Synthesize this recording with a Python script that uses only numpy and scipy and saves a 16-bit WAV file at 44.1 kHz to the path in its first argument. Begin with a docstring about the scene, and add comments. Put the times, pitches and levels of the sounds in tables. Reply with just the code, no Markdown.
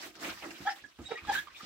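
"""A wad of newspaper is rubbed hard over a window pane in quick strokes, in a furnished room.
From the start the paper rustles and hisses while the pane drones under it. Soon creases snap, the wad
bears down with a scrape and a thud, and short, rough squeaks begin as it sticks and slips on the glass.
A two-tone squeal comes near 0.7 s. More squeaks follow, with thuds as the wad is pressed on or turned,
until a second squeal tops the brightest stroke near 1.3 s and a few last squeaks trail after it."""
import sys
import numpy as np
from scipy import signal
from scipy.io import wavfile

SR = 44100
rng = np.random.default_rng(int(sys.argv[2]) if len(sys.argv) > 2 else 0)


def dump_mix(stems):
    """Bounce the given channels to the path in sys.argv[1] as a 16-bit WAV at rate SR."""
    frames = np.atleast_2d(stems).T  # one column per channel
    limited = np.clip(frames, -1, 1)  # hard clip at full scale
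    pcm = np.round(limited * 32767).astype(np.int16)
    wavfile.write(sys.argv[1], SR, pcm)


N = 72765
TIME = np.arange(N) / SR
ATTACK_S, RELEASE_S, CUTOFF_HZ = .0036, .0039, 15800


def from_db(db):
    """Decibels to gain."""
    return 10 ** (np.asarray(db) / 20)


def rms_one(x):
    """Scale to rms 1."""
    return x / np.sqrt(np.mean(x ** 2) + 1e-20)


def in_time(rows):
    """Each column of an automation curve, sample by sample."""
    times, *columns = np.transpose(rows)
    return [np.interp(TIME, times, column) for column in columns]


def at_hz(curve, hz):
    """Read a curve on a log-frequency axis."""
    frequencies, values = np.transpose(curve)
    return np.interp(np.log(hz), np.log(frequencies), values)


def pan(db):
    """Stereo gains, with left louder than right by db."""
    return from_db(np.array([[db], [-db]]) / 2)


def butter(x, hz, kind):
    """A gentle Butterworth filter."""
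    return signal.sosfilt(signal.butter(2, hz, kind, fs=SR, output="sos"), x)


def drift(rate_hz):
    """Smooth random modulation, rms 1."""
    pole = np.exp(-2 * np.pi * rate_hz / SR)
    return rms_one(signal.lfilter([1], [1, -2 * pole, pole * pole], rng.standard_normal(2 * N))[N:])


def gate(start, end, attack_s=ATTACK_S):
    """A linear rise from the start, a quick release after the end."""
    return np.clip((TIME - start) / attack_s, 0, 1) * np.exp(-np.maximum(TIME - end, 0) / RELEASE_S)


# Stereo placement of the noise layers: (frequency [Hz], left over right [dB])
NOISE_PAN = [(100, -20), (400, -1), (900, -3), (2400, -1.5), (4400, -0.5), (6000, 6.5), (7800, -25),
             (10000, -29.5), (13000, -5)]
# Their width, narrow in the bass and wide on top: (frequency [Hz], left-right correlation [-1..1])
NOISE_CORRELATION = [(300, 1), (640, 0.32), (3100, 0.1), (6800, -.15), (15000, 0.12)]
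def coloured(source, spectrum, flicker_db):
    """Shape noise in half-octave stereo bands, each with its own level, flicker, width and pan; rms 1."""
    out, edges = 0, np.geomspace(45, 16300, 18)
    for k, (low, high) in enumerate(zip(edges, edges[1:])):
        if high < spectrum[0][0]:
            continue
        hz = np.sqrt(low * high)
        mid, side = butter(source[k % 2], [low, high], "band")
        alike = at_hz(NOISE_CORRELATION, hz)
        band = np.sqrt(1 + alike) * mid + np.sqrt(1 - alike) * side * [[1], [-1]]
        gain = from_db(at_hz(spectrum, hz) + flicker_db * drift(20))
        out = out + gain * pan(at_hz(NOISE_PAN, hz)) * band
    return rms_one(out)


def grains(per_s=4300, spread_db=2, share=.36):
    """Fibres catch and let go: tiny uneven clicks over smooth friction, in four unrelated copies."""
    catches = rng.random(N) < per_s / SR
    sizes = catches * from_db(spread_db * np.minimum(rng.exponential(1, N), 5))
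    return np.sqrt(share * rms_one(sizes) ** 2 + 1 - share) * rng.standard_normal((2, 2, N))


# Fader ride of the sliding paper: (time [s], level before boost [dB])
STROKES = [(0, -54.5), (.06, -54), (.125, -73), (.185, -66.5), (.238, -46), (.30, -51), (.37, -59.5),
           (.45, -53.5), (.51, -62), (.69, -59), (.715, -52.5), (.745, -67), (.785, -61.5), (.82, -68),
           (.96, -74), (1.03, -67), (1.09, -60.5), (1.12, -57), (1.15, -65.5), (1.20, -63), (1.25, -61.5),
           (1.31, -58), (1.342, -42.5), (1.42, -60.5), (1.50, -69.5), (1.65, -55)]
# Crackle accents from the creases: (time [s], level [dB])
CREASE_SNAPS = [(0.153, -49.5), (.197, -49), (0.298, -42), (0.506, -43.5), (.759, -53.5), (1.272, -44)]
# Mid-forward tone of the paper: (frequency [Hz], relative density [dB])
RUSTLE_EQ = [(200, -13), (450, -7.5), (750, -1.5), (1050, -5), (1400, 4), (2300, 1), (3800, -3),
             (5700, -5.5), (8500, -20), (11000, -96)]
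def rustle(boost_db=9, snap_decay_s=.013):
    """Grainy paper friction follows the strokes, and creases snap in short bursts."""
    sliding = from_db(in_time(STROKES)[0] + boost_db)
    snaps = sum(from_db(db) * (TIME >= start) * np.exp(-np.abs(TIME - start) / snap_decay_s)
                for start, db in CREASE_SNAPS)
    return np.hypot(sliding, snaps) * coloured(grains(), RUSTLE_EQ, flicker_db=3.5)


# Fader ride of the air on top of the strokes: (time [s], level before boost [dB])
HISS_RIDE = [(0, -65.5), (.065, -53.5), (.12, -73), (.19, -71.5), (.235, -53), (.30, -56.5), (.38, -64.5),
             (.78, -65.5), (.83, -80), (.96, -79.5), (1.03, -75), (1.24, -75), (1.31, -64), (1.345, -46.5),
             (1.41, -59), (1.50, -81), (1.60, -64), (1.65, -78)]
# Two peaks of sizzle: (frequency [Hz], relative density [dB])
HISS_EQ = [(6000, 0.5), (8500, 20), (10200, -18), (12500, 12.5), (15500, 0.5)]
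def hiss(boost_db=2.5):
    """The sliding paper gives a fine, high hiss that swells with the strokes."""
    return from_db(in_time(HISS_RIDE)[0] + boost_db) * coloured(grains(), HISS_EQ, flicker_db=.8)


def ring(drive, hz, t60):
    """One decaying mode, rms 1 for unit white noise."""
    radius, angle = from_db(-60 / (t60 * SR)), 2 * np.pi * hz / SR
    gain = np.sqrt((1 - radius ** 2) / 2)
    return signal.lfilter([gain, 0, -gain], [1, -2 * radius * np.cos(angle), radius ** 2], drive)


# How hard the rubbing drives the drone: (time [s], drive [dB])
PANE_DRIVE = [(0, -61.5), (.07, -49.5), (.13, -65.5), (.165, -56), (.25, -42.5), (.30, -47), (.38, -82),
              (.44, -47.5), (.49, -48.5), (.58, -61), (.95, -78.5), (1.22, -64), (1.28, -58), (1.55, -79),
              (1.65, -59.5)]
# Thuds of the wad on the glass: (time [s], drive [dB], contact decay [s])
PANE_BUMPS = [(0.256, -43, 0.087), (0.604, -43.5, 0.018), (0.824, -54, 0.029), (0.988, -38, 0.016),
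              (1.003, -45.5, .04), (1.22, -36.5, 0.16), (1.267, -42.5, 0.024), (1.345, -46, 0.014),
              (1.628, -48.5, 0.009)]
# Body of the glass: (frequency [Hz], bump gain [dB], rub gain [dB], ring time to -60 dB [s])
PANE_MODES = [(71, -13, -28.5, 0.15), (118, -9.5, -24, 0.09), (197, -6, -16.5, 0.044),
              (233.7, -6.5, -15.5, 0.12), (295.7, -2, -8, 0.086), (338.3, -5, -3, 0.089),
              (683, -7, -11, 0.04), (1250, 1, -13, 0.022)]
def pane(soft_cycles=7):
    """The glass rings in its modes, driven by rubbing and juddering bumps; longer bumps are duller."""
    rubbing, out = from_db(in_time(PANE_DRIVE)[0]), 0
    for hz, bump_db, rub_db, t60 in PANE_MODES:
        bumps = 0
        for start, db, contact_s in PANE_BUMPS:
            push = from_db(db) * (TIME >= start) * np.exp(-np.abs(TIME - start) / contact_s)
            # A mode that swings many times during a contact is hardly excited.
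            bumps = bumps + push / (1 + (hz * contact_s / soft_cycles) ** 2)
        drive = from_db(bump_db) * bumps + from_db(rub_db) * rubbing
        out = out + ring(drive * rng.standard_normal(N), hz, t60)
    return pan(-3) * out


# Bed of the quiet room: (frequency [Hz], relative density [dB])
ROOM_TONE_EQ = [(40, 14), (200, -18), (2000, -2), (15000, -29)]
def room_tone(db=-75.5):
    """A faint rumble and hiss lie under the whole scene."""
    return from_db(db) * coloured(rng.standard_normal((2, 2, N)), ROOM_TONE_EQ, flicker_db=.5)


# The hand bears down: (time [s], length [s], level [dB])
HARD_PRESSES = [(0.22, 0.11, -49), (0.421, .048, -46)]
# Dull midrange of the scrape: (frequency [Hz], relative density [dB])
SCRAPE_EQ = [(450, 1), (700, 11.5), (1000, 8.5), (1900, -11.5), (3000, -33)]
def scrape():
    """Pressed harder, the wad gives a duller scrape."""
    pressure = sum(from_db(db) * gate(start, start + length) for start, length, db in HARD_PRESSES)
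    return pressure * coloured(grains(), SCRAPE_EQ, flicker_db=4.5)


def stick_slip(hz, db, second_db, rough, octave_db=-6.5, odd_db=-6, rasp_db=-13):
    """Paper sticks and slips on glass: an unsteady tone with overtones and a rasp at each slip."""
    wobble = 1 + .07 * rough * drift(rate_hz=350)
    phase = 2 * np.pi * np.cumsum(hz * wobble) / SR
    tone = np.sin(phase)
    for k in range(2, 9):
        if k * hz.max() < CUTOFF_HZ / 2:
            overtone_db = second_db + octave_db * np.log2(k - 1) + odd_db * (k % 2)
            tone = tone + from_db(overtone_db) * np.sin(k * phase + rng.uniform(0, 2 * np.pi))
    slips = rng.standard_normal(N) * (1 + np.cos(phase)) ** 2
    rasp = rms_one(butter(slips, [1770, 3760], "band"))
    flutter = rms_one(from_db(4 * np.mean(rough) * drift(rate_hz=300)))
    tone = butter(tone * flutter, 278, "high")  # keeps the fluttering squeak free of low rumble
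    return from_db(db) * (np.sqrt(2) * tone + rough ** 2 * from_db(rasp_db) * rasp)


# Cue list of short chirps on the glass: (time [s], length [s], first pitch [Hz], last pitch [Hz],
# level [dB], second harmonic [dB], roughness [0 = clean], left over right [dB])
SQUEAK_CUES = [ (0.286, 0.023, 1340, 1507, -44, -15, 0.78, 0), (0.369, 0.014, 1780, 1885, -50, -22, .6, -3),
               (0.551, 0.016, 2484, 2550, -58, -20, .7, 0),
               (0.661, 0.032, 1253, 1386, -42.5, -34, .35, -8.5),
               (0.69, 0.037, 5180, 5446, -46.5, -30, 1.1, 3.5),
               (0.836, 0.017, 1720, 1650, -48, -22.5, 0.45, -6),
               (1.05, 0.032, 3783, 3824, -47, -12.5, 0, -7), (1.064, 0.09, 3800, 3790, -56.5, -24, .15, 9),
               (1.085, 0.014, 786, 763, -50, -11, 0.77, -3), (1.104, 0.021, 471.7, 455, -36, -11, 1, -6.5),
               (1.106, 0.03, 1320, 1300, -48, -15, .9, 3), (1.124, 0.023, 439, 422, -42, -11, 0.97, -2),
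               (1.15, 0.022, 1873, 1924, -39.5, -36, .55, -2.5),
               (1.166, 0.025, 2310, 2468, -45.5, -30, 1.2, -1),
               (1.167, .019, 1210, 1210, -50.5, -6, .6, -1),
               (1.248, 0.0058, 1150, 1210, -45.5, -10.5, 0.8, -5),
               (1.333, .06, 4040, 3650, -47, -24, 0.7, 3), (1.467, 0.02, 1230, 1064, -48, -14, 0.96, -7),
               (1.539, 0.029, 2480, 2520, -52, -30, .7, 2), (1.545, 0.041, 3550, 3630, -57.5, -24, .4, 1),
               (1.607, 0.0041, 1218, 1210, -45.5, -17, 0.55, -6)]
def squeaks(swell_share=.45):
    """Each short squeak swells as the paper grips, glides in pitch and dies away."""
    out = 0
    for start, length, first_hz, last_hz, db, second_db, rough, pan_db in SQUEAK_CUES:
        hz = np.interp(TIME - start, [0, length], [first_hz, last_hz])
        envelope = gate(start, start + length - RELEASE_S / 2, attack_s=swell_share * length)
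        out = out + pan(pan_db) * envelope * stick_slip(hz, db, second_db, rough)
    return out


# Automation for two squeals, a low and a high voice each:
# (time [s], pitch [Hz], level [dB], second harmonic [dB], roughness [0 = clean])
SQUEAL_VOICES = [
    [(.655, 751, -41, -21, .3), (.665, 775.7, -38.5, -2, 0.5), (.676, 840, -29, -24, 0.2),
     (.694, 775.5, -33.5, -7, 0.1), (.701, 880, -43.5, -31, 0.64), (.724, 768, -44.5, -25, 0.17)],
    [(.662, 1545, -44, -17, 0.3), (.674, 1678, -37.5, -8, 0.26), (.681, 1791, -30, -31, 0.14),
     (.688, 1800, -41, -23, 0.56), (.697, 1870, -37, -18, 0.54), (.704, 1836, -55, -22, 0.9),
     (.726, 1843, -43, -32, 0.89)],
    [(1.277, 853, -51, -2, .6), (1.298, 842, -27, -7.5, 0.42), (1.311, 765, -34.5, -16, 0),
     (1.318, 880, -32.5, -15, 0.4), (1.327, 876, -44, -24, 0)],
    [(1.329, 1743, -34, -34, .4), (1.338, 1765, -31, -20, 0.15), (1.347, 1717, -36.5, -18, 0.45),
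     (1.354, 1572, -30.5, -42, 0.17), (1.364, 1537, -35.5, -9, 0.2), (1.37, 1629, -47, -4, 0.64),
     (1.377, 1573, -31.5, -20, 0.1), (1.392, 1728, -32.5, -12.5, 0.43)],
]
def squeals():
    """Longer stick-slip tones whose pitch and level follow the pressure of the hand."""
    out = 0
    for voice in SQUEAL_VOICES:
        start, end = voice[0][0], voice[-1][0]
        out = out + gate(start - ATTACK_S, end) * stick_slip(*in_time(voice))
    return pan(-1) * out


def room(sound, recess_db=-3.5, recess_decay_s=.0053, tail_db=-8, tail_t60_s=.16, left_lag_s=.00006):
    """Direct sound, quick bright reflections from the window recess and a short, duller room tail."""
    t = TIME[:SR // 2]
    noise = signal.lfilter(*signal.butter(1, 7000, fs=SR), rng.standard_normal((2, 2, len(t))))
    recess = rms_one(butter(noise[0] * (t > .001) * np.exp(-t / recess_decay_s), 980, "high"))
    tail = rms_one(noise[1] * (t > .008) * from_db(-60 * t / tail_t60_s))
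    response = (from_db(recess_db) * recess + from_db(tail_db) * tail) / np.sqrt(len(t) * np.pi)
    direct = np.array([np.interp(TIME - left_lag_s, TIME, sound[0]), sound[1]])
    return direct + signal.fftconvolve(sound, response, axes=1)[:, :N]


def scene():
    """The mix: dry paper and reverberant glass over the room tone."""
    glass = squeals() + squeaks() + pane()
    bed = room_tone()
    paper = rustle() + scrape() + hiss()
    return paper + room(glass) + bed


def record(dry):
    """A steep low-pass cuts the very top."""
    return signal.sosfilt(signal.ellip(12, .2, 70, CUTOFF_HZ, fs=SR, output="sos"), dry)


dry = scene()
out = record(dry)
dump_mix(out)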